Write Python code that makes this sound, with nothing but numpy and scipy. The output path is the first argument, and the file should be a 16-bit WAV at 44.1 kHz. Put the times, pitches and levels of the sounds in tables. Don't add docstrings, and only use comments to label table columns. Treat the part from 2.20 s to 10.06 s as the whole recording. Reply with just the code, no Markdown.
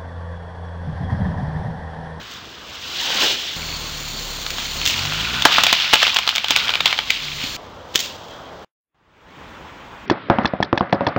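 import sys
import numpy as np
from scipy import signal
from scipy.fft import rfft, irfft, next_fast_len
from scipy.io import wavfile
from scipy.ndimage import uniform_filter1d, map_coordinates

SR = 44100
rng = np.random.default_rng(int(sys.argv[2]) if len(sys.argv) > 2 else 0)


def store_pcm(level_fs):
    pcm = np.round(np.clip(level_fs, -1, 1) * 32767).astype(np.int16)
    wavfile.write(sys.argv[1], SR, np.atleast_2d(pcm).T)


def rack_gain(trim_db):
    fader = np.asarray(trim_db, float)
    return 10 ** (fader / 20)


N = 346520

# start t/s, end t/s
PARTS = [
    (0, 1.36),
    (1.36, 5.366),
    (5.366, 6.447),
    (6.745, 7.9),
]

# t/s, peak level/dB, ring f/Hz, knock level/dB, splinter level/dB
CRACKS = [(3.221, -4, 3560, -21, -16), (3.252, 11.5, 1777, -9, -16), (3.2554, -10, 3354, 4, -10.5),
          (3.383, -2, 1152, -2.5, -23.5), (3.4354, 2.5, 3346, -13.5, -12), (3.466, 1, 3640, -18, -18.5),
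          (3.5272, 3.5, 3064, -12.5, -14.5), (3.7335, 6, 2865, -10, -23.5),
          (3.7372, 3.5, 2996, -13.5, -16.5), (3.8291, -1, 3085, -8, -13), (3.8781, -6, 3547, -12.5, -30),
          (3.9434, -10.5, 3540, -21.5, -8), (3.9618, -1.5, 2480, -20, -25.5), (3.9866, -5, 2820, -10, -13),
          (4.0753, -1, 4160, -13, -22.5), (4.1802, -5.5, 3600, -17.5, -19.5),
          (4.3061, -2, 3540, -13, -10.5), (4.3614, 3.5, 2480, -30, -19), (4.6053, -4, 2303, -13, -21),
          (4.6571, 4, 3460, -18.5, -20), (4.7272, -6, 2950, -9.5, -27.5),
          (4.7881, -2.5, 2400, -16.5, -28.5), (4.9035, 0, 2284, -47, -16.5), (5.7564, 0, 3103, -29, -8)]
# t/s, peak level/dB, ring f/Hz, knock level/dB, splinter level/dB
FIBRES = [(3.4443, -3.5, 3004, -18, -20.5), (3.536, -2.5, 2920, -17, -28), (3.7289, 0, 3170, -10, -24.5),
          (3.7408, 5, 2630, -14.5, -19), (3.7505, -5, 3504, -19.5, -14.5), (3.7557, 0.5, 2543, -12, -16),
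          (3.8668, -0.5, 3115, -14, -23.5), (3.8953, -7.5, 3245, -23, -26), (3.9007, -7.5, 3300, -23, -26),
          (3.9673, 1, 3290, -15, -18.5), (4.0664, -7.5, 3100, -19, -21), (4.09, 3, 3300, -23.5, -22.5),
          (4.097, -6.5, 3560, -24, -21.5), (4.1524, -7, 3210, -17, -14.5), (4.1588, 0, 3653, -26, -14.5),
          (4.1675, -5.5, 2386, -18, -25.5), (4.2432, -2, 2960, -16.5, -22), (4.2835, -6, 3420, -16.5, -18),
          (4.3114, -7, 3150, -26, -20.5), (4.3149, -10, 3485, -16.5, -19.5),
          (4.3349, -13.5, 2710, -19, -19.5), (4.3699, -3, 2933, -16, -18),
          (4.3732, -6.5, 2400, -18.5, -19.5), (4.4242, -15.5, 3060, -11, -21),
          (4.4452, -11, 3140, -20, -24), (4.4541, -9.5, 2314, -24.5, -21),
          (4.4722, -12, 3420, -13.5, -20.5), (4.481, -8, 3250, -19.5, -19), (4.4921, -2, 3240, -14, -29),
          (4.5035, -5.5, 2357, -20.5, -19), (4.5376, -3, 3110, -19.5, -22.5),
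          (4.547, -9.5, 2646, -17, -22.5), (4.554, 0, 2400, -16.5, -31), (4.6654, -3, 3320, -18.5, -25),
          (4.677, -3, 3683, -21, -24.5), (4.7029, -13, 2940, -21, -22), (4.7074, -8, 2860, -17.5, -27.5),
          (4.7784, -8, 3810, -24, -22.5)]
# t/s, peak level/dB, ring f/Hz, knock level/dB
TWIGS = [(0.9018, -17, 2823, -7), (0.952, -26, 2920, 0), (0.965, -28, 2930, -4), (1.0165, -14, 3300, -14.5),
         (1.021, -9.5, 3550, -13.5), (1.0516, -18, 3060, -10), (1.2314, -25, 3305, -8.5),
         (2.2635, -11.5, 4190, -14), (2.3037, -10.5, 4530, -28), (2.383, -12, 3120, -12),
         (2.444, -19, 3950, -29), (2.614, -11.5, 2758, -19.5), (2.6539, -7, 3430, -38),
         (2.6611, -4, 3350, -37), (2.6745, -5.5, 2774, -46), (2.6984, -12, 3013, -30),
         (2.7933, -18.5, 4690, -22.5), (2.763, -24, 2525, -13), (2.851, -12, 2550, -11.5),
         (2.9212, -16.5, 2500, -4.5), (2.934, -13, 2490, -20.5), (2.997, -18.5, 3720, -22.5),
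         (3.1422, -15, 2842, -10.5), (5.2384, -16.5, 3106, -28), (5.739, -25, 2964, -19),
         (5.743, -17.5, 3177, -20), (5.7511, -8, 3100, -18), (5.7623, -11, 3326, -35.5),
         (5.7764, -14, 3720, -31), (6.0832, -30.5, 3026, -16)]
# t/s, peak level/dB, pitch f/Hz
THUDS = [(.9025, -21, 480), (0.953, -24, 230), (1.022, -21, 540), (1.03, -25, 330), (1.051, -17, 590),
         (3.252, -5.5, 302), (3.385, -18.5, 229), (3.528, -17.5, 207), (3.734, -10.5, 320),
         (4.305, -20, 299), (4.659, -26.5, 60.9), (5.239, -16.5, 236), (5.754, -13.5, 366),
         (5.756, -36.5, 109.5)]
# t/s, peak level/dB, f/Hz
TRUNK_MODES = [(3.2546, -0.5, 902), (3.251, -4.5, 1760), (3.383, -7.5, 1200), (3.4355, -11.5, 800),
               (3.4665, -12, 700), (3.468, -9.5, 2420), (3.527, -1, 1050), (3.53, -11, 880),
               (3.734, -3, 775), (3.735, -11.5, 1380), (3.737, -10.5, 1800), (3.7549, -12, 1110),
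               (3.8291, -7, 1010), (3.8271, -1, 1740), (3.8665, -13, 1210), (3.8792, -16.5, 923),
               (3.9607, -12.5, 883), (3.9624, -14, 1650), (3.985, -19, 1060), (4.0773, -14, 1400),
               (4.1805, -10, 2290), (4.2432, -18.5, 840), (4.3064, -9.5, 2510), (4.3597, -6.5, 2570),
               (4.5377, -10.5, 2420), (4.5376, -24, 1450), (4.555, -20, 1400), (4.6035, -15, 2250),
               (4.6039, -8, 3700), (4.6563, -5.5, 2380), (4.7272, -21, 845), (4.7266, -8.5, 2210),
               (4.7885, -7.5, 2310), (4.7881, -17.5, 842), (4.9035, -6, 2300), (4.9035, -13, 4900),
               (2.6742, -22, 2700), (2.7917, -12, 4600)]
# f/Hz, level/dB
CRACK_COLOUR = [(60, -50.5), (300, -27.5), (1200, -9.5), (3200, 2.5), (5000, -5.5), (7000, -36),
                (9000, -39.5), (10000, -44)]
KNOCK_COLOUR = [(100, -33), (300, -16.5), (700, -2), (1300, 1), (2000, -7.5), (4000, -44)]
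SPLINTER_COLOUR = [(3000, -31), (5000, 0), (6500, 1), (8000, -9), (10000, -29.5), (13000, -56.5)]
# f/Hz, t60/s
TREE_DECAY = [(200, 0.16), (2000, 0.17), (9000, 0.1)]

# t/s, rustle level/dB
STIR = [
    [(0, -40.5), (.4, -42.5), (.65, -33), (.8, -25.5), (1.0, -20.5), (1.11, -18.5), (1.17, -27.5),
     (1.36, -30.5)],
    [(1.36, -37), (2.25, -42.5), (2.6, -35), (2.85, -29.5), (3.25, -27.5), (3.6, -23), (4.0, -29),
     (4.5, -37), (4.85, -38), (5.36, -47)],
    [(5.37, -49.5), (5.72, -54.5), (5.95, -45), (6.25, -51), (6.44, -53)],
]
# level/dB at a rustle of -30 dB, growth with the rustle (exponent)
GRINDING = [
    (-33.5, 0.63),
    (-33.5, 1.1),
    (-39, 0.098),
]
# peak t/s, leaves level/dB, fibres level/dB, fall t/s
SHOWERS = [(.12, -37, -52, 0.083), (.88, -36, -28, 0.13), (1.04, -18.5, -18, 0.029), (2.4, -30, -37, 0.089),
           (2.69, -23, -50, 0.11), (3.0, -27, -42, 0.055), (3.33, -17, -18, 0.083),
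           (3.4, -24, -24.5, 0.046), (3.49, -21.5, -38, .08), (3.62, -22, -35.5, 0.041),
           (3.82, -18, -26, 0.086), (4.11, -28, -34, 0.032), (4.32, -24, -26, 0.047),
           (4.39, -25, -28.5, 0.16), (4.5, -32, -26.5, 0.066), (4.68, -24.5, -28, 0.11),
           (4.92, -26.5, -46, 0.19), (5.07, -32.5, -41, 0.095), (5.24, -27, -33.5, 0.061),
           (5.747, -55, -51, 0.058), (5.83, -29, -51, 0.071), (6.12, -48, -42, 0.055),
           (6.2, -53, -33.5, .06)]
# t/s, level/dB
CHAFF = [(1.36, -29.5), (2.6, -23), (2.68, -3.5), (2.85, -12), (3.2, -24.5), (5.365, -22.5)]
# t/s, level/dB
SCUFF = [
    (5.9, -75),
    (6.07, -63),
    (6.12, -53),
    (6.28, -56),
    (6.36, -75),
]
# f/Hz, level/dB per Hz
LEAF_COLOUR = [(530, -48), (900, -20.5), (1320, -10), (1790, -6), (2250, -3.5), (2900, 3.5), (3610, 2.5),
               (5000, -3), (6960, -14.5), (9040, -29.5), (10000, -52), (13000, -76), (22000, -120)]
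GRIND_COLOUR = [(150, -33.5), (400, -16.5), (800, 2.5), (1500, 5), (2200, -1), (4000, -42.5)]
GRAIN_COLOUR = [(1500, -32), (2000, -4.5), (2350, 0.5), (2800, -1.5), (3500, -40)]
HOLLOW_COLOUR = [(40, -8.5), (90, -11), (170, -0.5), (300, 1), (600, 2), (900, -2), (1600, -23)]

# t/s, firing rate f/Hz, load level/dB, bark of the upper orders level/dB
ENGINE = [(1.362, 40.87, -42, 2), (1.5, 40.15, -40, -2.5), (1.85, 36.55, -40, -5), (2.06, 35.67, -36, -13),
          (2.33, 33.7, -41.5, -6), (2.45, 34, -40, -6), (2.622, 38.4, -36, -4), (2.721, 41.8, -45, 4.5),
          (2.85, 47.73, -45, 6.5), (3.0, 53.26, -34, -6), (3.12, 61.1, -34.5, -2.5),
          (3.228, 65.3, -36.5, -4.5), (3.32, 72, -52.5, -2.5), (3.948, 85.3, -55, -3), (4.74, 50, -55, -5),
          (4.91, 47.1, -49, -12), (5.02, 36.7, -46.5, -6.5), (5.366, 35.8, -50, -2)]
ORDER_DB = [-1.5, 0.5, -4.5, -5.5, -11, -18]
ORDER_TILT_DB = [-2.5, 1, 7, -13.5, -7.5, 1]
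# f/Hz, level/dB
PIPE = [(35, -0.5), (70, -3), (95, 0), (118, -6), (148, 7), (165, -1), (190, -4), (212, -0.5), (228, -2.5),
        (248, 4.5), (290, -8)]
# t/s, level/dB
BODY_BOOM = [(1.36, -5), (2.6, -5), (2.78, 2), (2.95, 0.5), (3.08, -4), (3.3, -5.5), (5.0, -1), (5.2, 10),
             (5.365, 4)]
# t/s, level/dB
BANK_BALANCE = [(1.36, 5), (1.58, 1), (1.68, -4), (1.85, -2.5), (2.25, 2), (2.45, -6), (2.75, -8.5),
                (3.15, 6), (5.365, 3)]
# f/Hz, level/dB per Hz
LABOUR_COLOUR = [(60, -32.5), (110, -4.5), (170, 0.5), (250, -2), (400, -32)]
# t/s, level/dB
LABOUR_LEVEL = [(1.36, -57.5), (1.95, -53), (2.3, -42), (2.65, -47.5), (3.2, -50.5), (3.4, -58),
                (5.365, -53)]
# start t/s, length t/s
SLIPS = [
    (1.448, 0.12),
    (1.882, 0.11),
    (2.26, 0.08),
]
# t/s, level/dB
BELT_WEAR = [(1.36, -0.5), (2.3, -5), (2.42, -5), (2.62, 0), (3.2, -6), (5.365, -1.5)]
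# t/s, level/dB
DUCK = [(1.36, -1), (2.6, 1.5), (3.2, -4), (3.42, -7), (3.6, -17.5), (4.2, -24.5), (4.43, -11),
        (4.8, -11.5), (5.365, 0.5)]
# f/Hz, level/dB per Hz
HISS_COLOUR = [(290, -34.5), (500, -17.5), (1230, -14), (2250, -3.5), (3800, 1), (4600, 0), (5080, -3.5),
               (7200, 0), (7800, -14.5), (8930, -12.5), (10000, -39), (13000, -120)]
# t/s, level/dB
RATTLE = [(2.6, -52), (2.75, -41.5), (2.95, -35), (3.2, -31), (3.35, -41), (3.6, -46), (4.35, -43.5),
          (4.42, -30), (4.53, -34), (4.65, -45.5), (4.8, -60.5)]

AIR_DB = [-47.5, -41, -44.5, -45]
# f/Hz, level/dB per Hz
VALLEY_COLOUR = [(15, -44), (30, -13), (65, -1.5), (150, -6), (220, -6), (820, -10), (950, -8),
                 (1080, -7.5), (2460, -15), (3500, -20), (4000, -25), (7000, -31.5), (8000, -38),
                 (10000, -57.5), (13000, -120)]
SLOPE_COLOUR = [(15, -22), (25, -8), (90, 5), (124, -0.5), (394, -0.5), (506, 3.5), (1160, -2), (2220, -18),
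                (4260, -23), (7980, -38), (10000, -42), (13000, -87), (22000, -120)]
ROAD_COLOUR = [(650, -40), (800, -3), (960, 0), (1100, -6), (1350, -41)]
DRONE_COLOUR = [(20, -20), (40, -7), (66, 1), (92, -1.5), (130, -33.5)]
GAP_NOISE_DB = [-64, -83]
GAP_NOISE_DB_PER_S = [500, 220]


def unit(x):
    return x / np.sqrt(np.mean(x ** 2) + 1e-20)


def along(points, hz):
    f, v = np.transpose(points)
    return np.interp(np.log(hz + 1), np.log(f + 1), v)


def in_part(k):
    t = np.arange(N) / SR
    return (t >= PARTS[k][0]) & (t < PARTS[k][1])


def curve(rows):
    rows = np.transpose(rows)
    return np.interp(np.arange(N) / SR, rows[0], rows[1])


def gains(tables, first=0):
    out = np.zeros(N)
    for k, rows in enumerate(tables, start=first):
        out = np.where(in_part(k), rack_gain(curve(rows)), out)
    return out


def wobble(rate):
    return map_coordinates(rng.standard_normal(int(N * rate / SR) + 4), [np.arange(N) * rate / SR])


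def filtered(x, response):
    m = next_fast_len(N + 8192)
    return irfft(rfft(x, m) * response(np.fft.rfftfreq(m, 1 / SR)), m)[:N]


def rush(colour, patchy_db):
    z = signal.stft(rng.standard_normal(N + 512), nperseg=512)[2]
    field = uniform_filter1d(rng.standard_normal(z.shape), size=6, axis=0)
    field = uniform_filter1d(field, size=10, axis=1)
    noise = signal.istft(z * rack_gain(patchy_db * unit(field)), nperseg=512)[1][:N]
    return unit(filtered(noise, lambda hz: rack_gain(along(colour, hz))))


def crackle(colour, rate, spread_db, life):
    chance, size = rng.random((2, N))
    strikes = (chance < rate / SR) * rack_gain(-spread_db * np.log(size + .01))
    envelope = signal.lfilter([1], [1, -np.exp(-1 / (life * SR))], strikes)
    return unit(filtered(unit(envelope) * rng.standard_normal(N), lambda hz: rack_gain(along(colour, hz))))


def even(fade, draw):
    x = fade * draw
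    for _ in range(3):
        x = irfft(np.exp(1j * np.angle(rfft(x))), len(x))
        x = np.clip(x * np.linalg.norm(fade) / np.linalg.norm(x), -2 * fade, 2 * fade)
    return x


def all_breaks():
    breaks = [(*row, 0.017) for row in CRACKS]
    for s, db, hz, knock_db in TWIGS:
        bright_db = -13.5 - 0.27 * (knock_db + 30)
        breaks.append((s, db, hz, knock_db, bright_db, 0.017))
    return breaks + [(s, db - 1.5, *row, 0.013) for s, db, *row in FIBRES]


def snaps():
    t = np.arange(2048) / SR
    burst, ring, knock, splinter = np.zeros((4, N + len(t)))
    rise = (1 - np.exp(-t / 0.00052)) ** 2
    for s, db, hz, knock_db, bright_db, t60 in all_breaks():
        draw = rng.standard_normal((4, len(t)))
        at = slice(round(s * SR), round(s * SR) + len(t))
        fade = rack_gain(db - 60 * t / t60) * rise
        burst[at] += even(fade, draw[0])
        ring[at] += fade * np.sin(2 * np.pi * hz * t + 0.18 * np.cumsum(draw[1]))
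        knock[at] += rack_gain(knock_db) * even(fade * rack_gain(6 * t / t60), draw[2])
        splinter[at] += rack_gain(bright_db) * even(fade, draw[3])
    for s, db, hz in THUDS:
        ring[round(s * SR):][:len(t)] += rack_gain(db - 60 * t / 0.029) * np.sin(2 * np.pi * hz * t)
    for s, db, hz in TRUNK_MODES:
        ring[round(s * SR):][:len(t)] += rack_gain(db + 5 - 60 * t / .016) * rise * np.sin(2 * np.pi * hz * t)

    def tone(x, colour, db):
        return filtered(x[:N], lambda hz: rack_gain(along(colour, hz) + db))

    wood = tone(burst, CRACK_COLOUR, db=5.0) + tone(knock, KNOCK_COLOUR, db=18.0)
    return wood + tone(splinter, SPLINTER_COLOUR, db=14.5) + rack_gain(-3) * ring[:N]


def tree_echo(x):
    hz, t, z = signal.stft(rng.standard_normal(SR // 2), SR, nperseg=256)
    tail = signal.istft(z * rack_gain(-60 * t / along(TREE_DECAY, hz)[:, None]), SR, nperseg=256)[1]
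    late = np.pad(x, (200, 0))
    return signal.fftconvolve(late, tail / np.linalg.norm(tail))[:N]


def showers():
    s, leaves_db, fibres_db, fall = np.transpose(SHOWERS)
    t, starts = np.arange(0, N, 32) / SR, np.transpose(PARTS)[0]
    since = t - s[:, None]
    power = np.exp(-2 * np.maximum(since / fall[:, None], -since / 0.046))
    same_part = np.searchsorted(starts, t, 'right') == np.searchsorted(starts, s, 'right')[:, None]
    return np.repeat(rack_gain([leaves_db, fibres_db]) ** 2 @ (power * same_part), 32, axis=1)[:, :N]


def dry_leaves(clumps):
    ticks = (0.12 + .5 * in_part(1)) * crackle(LEAF_COLOUR, rate=460, spread_db=0, life=0.00067)
    leaves = unit(clumps * (rush(LEAF_COLOUR, patchy_db=0.5) + ticks))
    flake_gain = rack_gain(-9.0) * in_part(2) + rack_gain(-10.5) * in_part(0) + gains([CHAFF], first=1)
    flakes = crackle(SPLINTER_COLOUR, rate=2200, spread_db=-0.5, life=0.0015)
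    grain = clumps * crackle(GRAIN_COLOUR, rate=350, spread_db=5.5, life=0.0015)
    return leaves + flake_gain * flakes + rack_gain(-6.5) * in_part(1) * grain


def torn_fibres(clumps):
    ticks = clumps * crackle(GRIND_COLOUR, rate=300, spread_db=2.5, life=0.00072)
    return rush(GRIND_COLOUR, patchy_db=4.0) + in_part(1) * 1.1 * ticks


def rolling_log(rustle):
    roll = in_part(0) * rack_gain(-33) * (10 * rustle) ** 1.5
    return roll * unit(rack_gain(.8 * wobble(30)) * rush(HOLLOW_COLOUR, patchy_db=.6))


def soil_spill():
    since = np.arange(N) / SR - 5.792
    fall = (since > 0) * np.exp(-np.abs(since) / .04)
    return rack_gain(-22) * fall * crackle(HISS_COLOUR, rate=3200, spread_db=-0.5, life=0.0016)


def boot_scuff(leaves):
    centre_hz, width_hz = 3260, 480
    band = lambda f: (1j * f * width_hz / (centre_hz ** 2 - f * f + 1j * f * width_hz)) ** 2
    return gains([SCUFF], first=2) * unit(filtered(leaves, band))


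def litter():
    clumps = rack_gain(0.8 * wobble(60))
    leaves, fibres = dry_leaves(clumps), torn_fibres(clumps)
    stir, (falling, torn) = gains(STIR), showers()
    level_db, grows = sum(in_part(k) * np.array(row)[:, None] for k, row in enumerate(GRINDING))
    tear = rack_gain(level_db) * (stir / rack_gain(-30) + 1e-9) ** grows
    heard = in_part(0) | in_part(1) | in_part(2)
    rustle = heard * np.sqrt(stir ** 2 + falling)
    grind = heard * np.sqrt(tear ** 2 + torn)
    floor = rustle * leaves + rack_gain(-8.0) * grind * fibres
    return floor + rolling_log(rustle) + soil_spill() + boot_scuff(leaves)


def exhaust(turn):
    t = np.arange(N) / SR
    s, rate_hz, load_db, bark_db = np.transpose(ENGINE)
    octaves = np.log2(np.clip(rate_hz / rate_hz[0], 1, 2))
    orders = np.zeros(N)
    for k, (order_db, tilt_db) in enumerate(zip(ORDER_DB, ORDER_TILT_DB), start=1):
        db = load_db + order_db + tilt_db * octaves + along(PIPE, k * rate_hz)
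        if k > 1:
            db = db + bark_db
        if k == 3:
            db = db + np.interp(s, *np.transpose(BODY_BOOM))
        if k == 4:
            db = db + np.interp(s, *np.transpose(BANK_BALANCE))
        level_db = np.interp(t, s, db) + 5.0 + (0.7 + .25 * k) * wobble(15)
        orders += rack_gain(level_db) * np.sin(k * turn)
    return orders


def fan_belt(throb):
    t, slip = np.arange(N) / SR, np.zeros(N)
    for start, length in SLIPS:
        slip += ((t > start) & (t < start + length)) * np.minimum((t - start) / 0.24, 1)
    squeal = throb * wobble(480) * np.sin(2 * np.pi * np.cumsum(4310 + 256 * slip) / SR)
    return rack_gain(-36 + 8.5 * slip + 1.1 * curve(DUCK) + curve(BELT_WEAR)) * unit(squeal)


def engine():
    turn = 2 * np.pi * np.cumsum(curve(ENGINE) * (1 + 0.0054 * wobble(8.6))) / SR
    throb = 1 + 0.11 * np.cos(turn) + 0.23 * np.exp(6 * (np.cos(turn / 4) - 1))
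    rough = rack_gain(curve(LABOUR_LEVEL)) * rush(LABOUR_COLOUR, patchy_db=4.0)
    bay = rack_gain(-33 + curve(DUCK)) * unit(throb * rush(HISS_COLOUR, patchy_db=1.0))
    return in_part(1) * (exhaust(turn) + rough + bay + fan_belt(throb))


def rattle():
    taps = (rng.random(N) < 200 / SR) * rack_gain(1.5 * rng.standard_normal(N)) + 0.04 * rng.standard_normal(N)

    def mode(f, centre_hz, width_hz, db):
        return rack_gain(db) * 1j * f * width_hz / (centre_hz ** 2 - f * f + 1j * f * width_hz)

    modes = lambda f: mode(f, 1460, 130, -2.5) + mode(f, 2400, 140, -5.0)
    return gains([RATTLE], first=1) * unit(filtered(taps, modes))


def fade_in_db():
    return 60.5 * np.minimum(np.arange(N) / SR - 7.2, 0)


def air():
    colour = np.where(in_part(2), rush(SLOPE_COLOUR, patchy_db=-0.7), rush(VALLEY_COLOUR, patchy_db=1.08))
    roar_db = 6 * np.log2(curve(ENGINE) / ENGINE[0][1]) + 0.63 * curve(DUCK)
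    fade_db = fade_in_db()
    level = sum(in_part(k) * rack_gain(db) for k, db in enumerate(AIR_DB))
    level = level * rack_gain(in_part(1) * roar_db + in_part(3) * fade_db)
    tyres = in_part(3) * rack_gain(-50 + fade_db) * rush(ROAD_COLOUR, patchy_db=2.0)
    return rack_gain(5.5) * level * rack_gain(0.39 * wobble(6.6)) * colour + tyres


def distance():
    t, end, start = np.arange(N) / SR, PARTS[2][1], PARTS[3][0]
    gap_noise = sum(rack_gain(db - rate * np.abs(t - edge)) for db, rate, edge in zip(GAP_NOISE_DB, GAP_NOISE_DB_PER_S, (end, start)))
    drone = in_part(3) * rack_gain(-59.5 + fade_in_db()) * rush(DRONE_COLOUR, patchy_db=4.0)
    return drone + ((t >= end) & (t < start)) * gap_noise * rush(VALLEY_COLOUR, patchy_db=-3.0)


def scene():
    wood = snaps()
    mix = wood + rack_gain(-13) * tree_echo(wood) + litter() + engine() + rattle() + air() + distance()
    return np.tile(mix, (2, 1))


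def microphone(hz):
    centre_hz, width_hz = 3300, 1000
    port = rack_gain(-10) * 1j * hz * width_hz / (centre_hz ** 2 - hz ** 2 + 1j * hz * width_hz)
    return (1 + port) * np.clip((9950 - hz) / 500, 0, 1)


def band_limit(x):
    return signal.sosfilt(signal.butter(12, 17000, fs=SR, output="sos"), x)


def record(dry):
    low = filtered(dry[0], microphone)
    clipped = np.clip(low, -1, 1)[::2]
    thin = lambda hz: np.where(hz < 2 * 9950, 1, rack_gain(-4.5))
    stored = filtered(np.pad(clipped, (0, N - len(clipped))), thin)
    held = np.repeat(stored, 2)[:N]
    limited = np.clip(filtered(held, lambda hz: np.clip((16000 - hz) / 250, 0, 1)), -1, 1)
    return band_limit(np.tile(limited, (2, 1)))


dry = scene()
out = record(dry)
store_pcm(out)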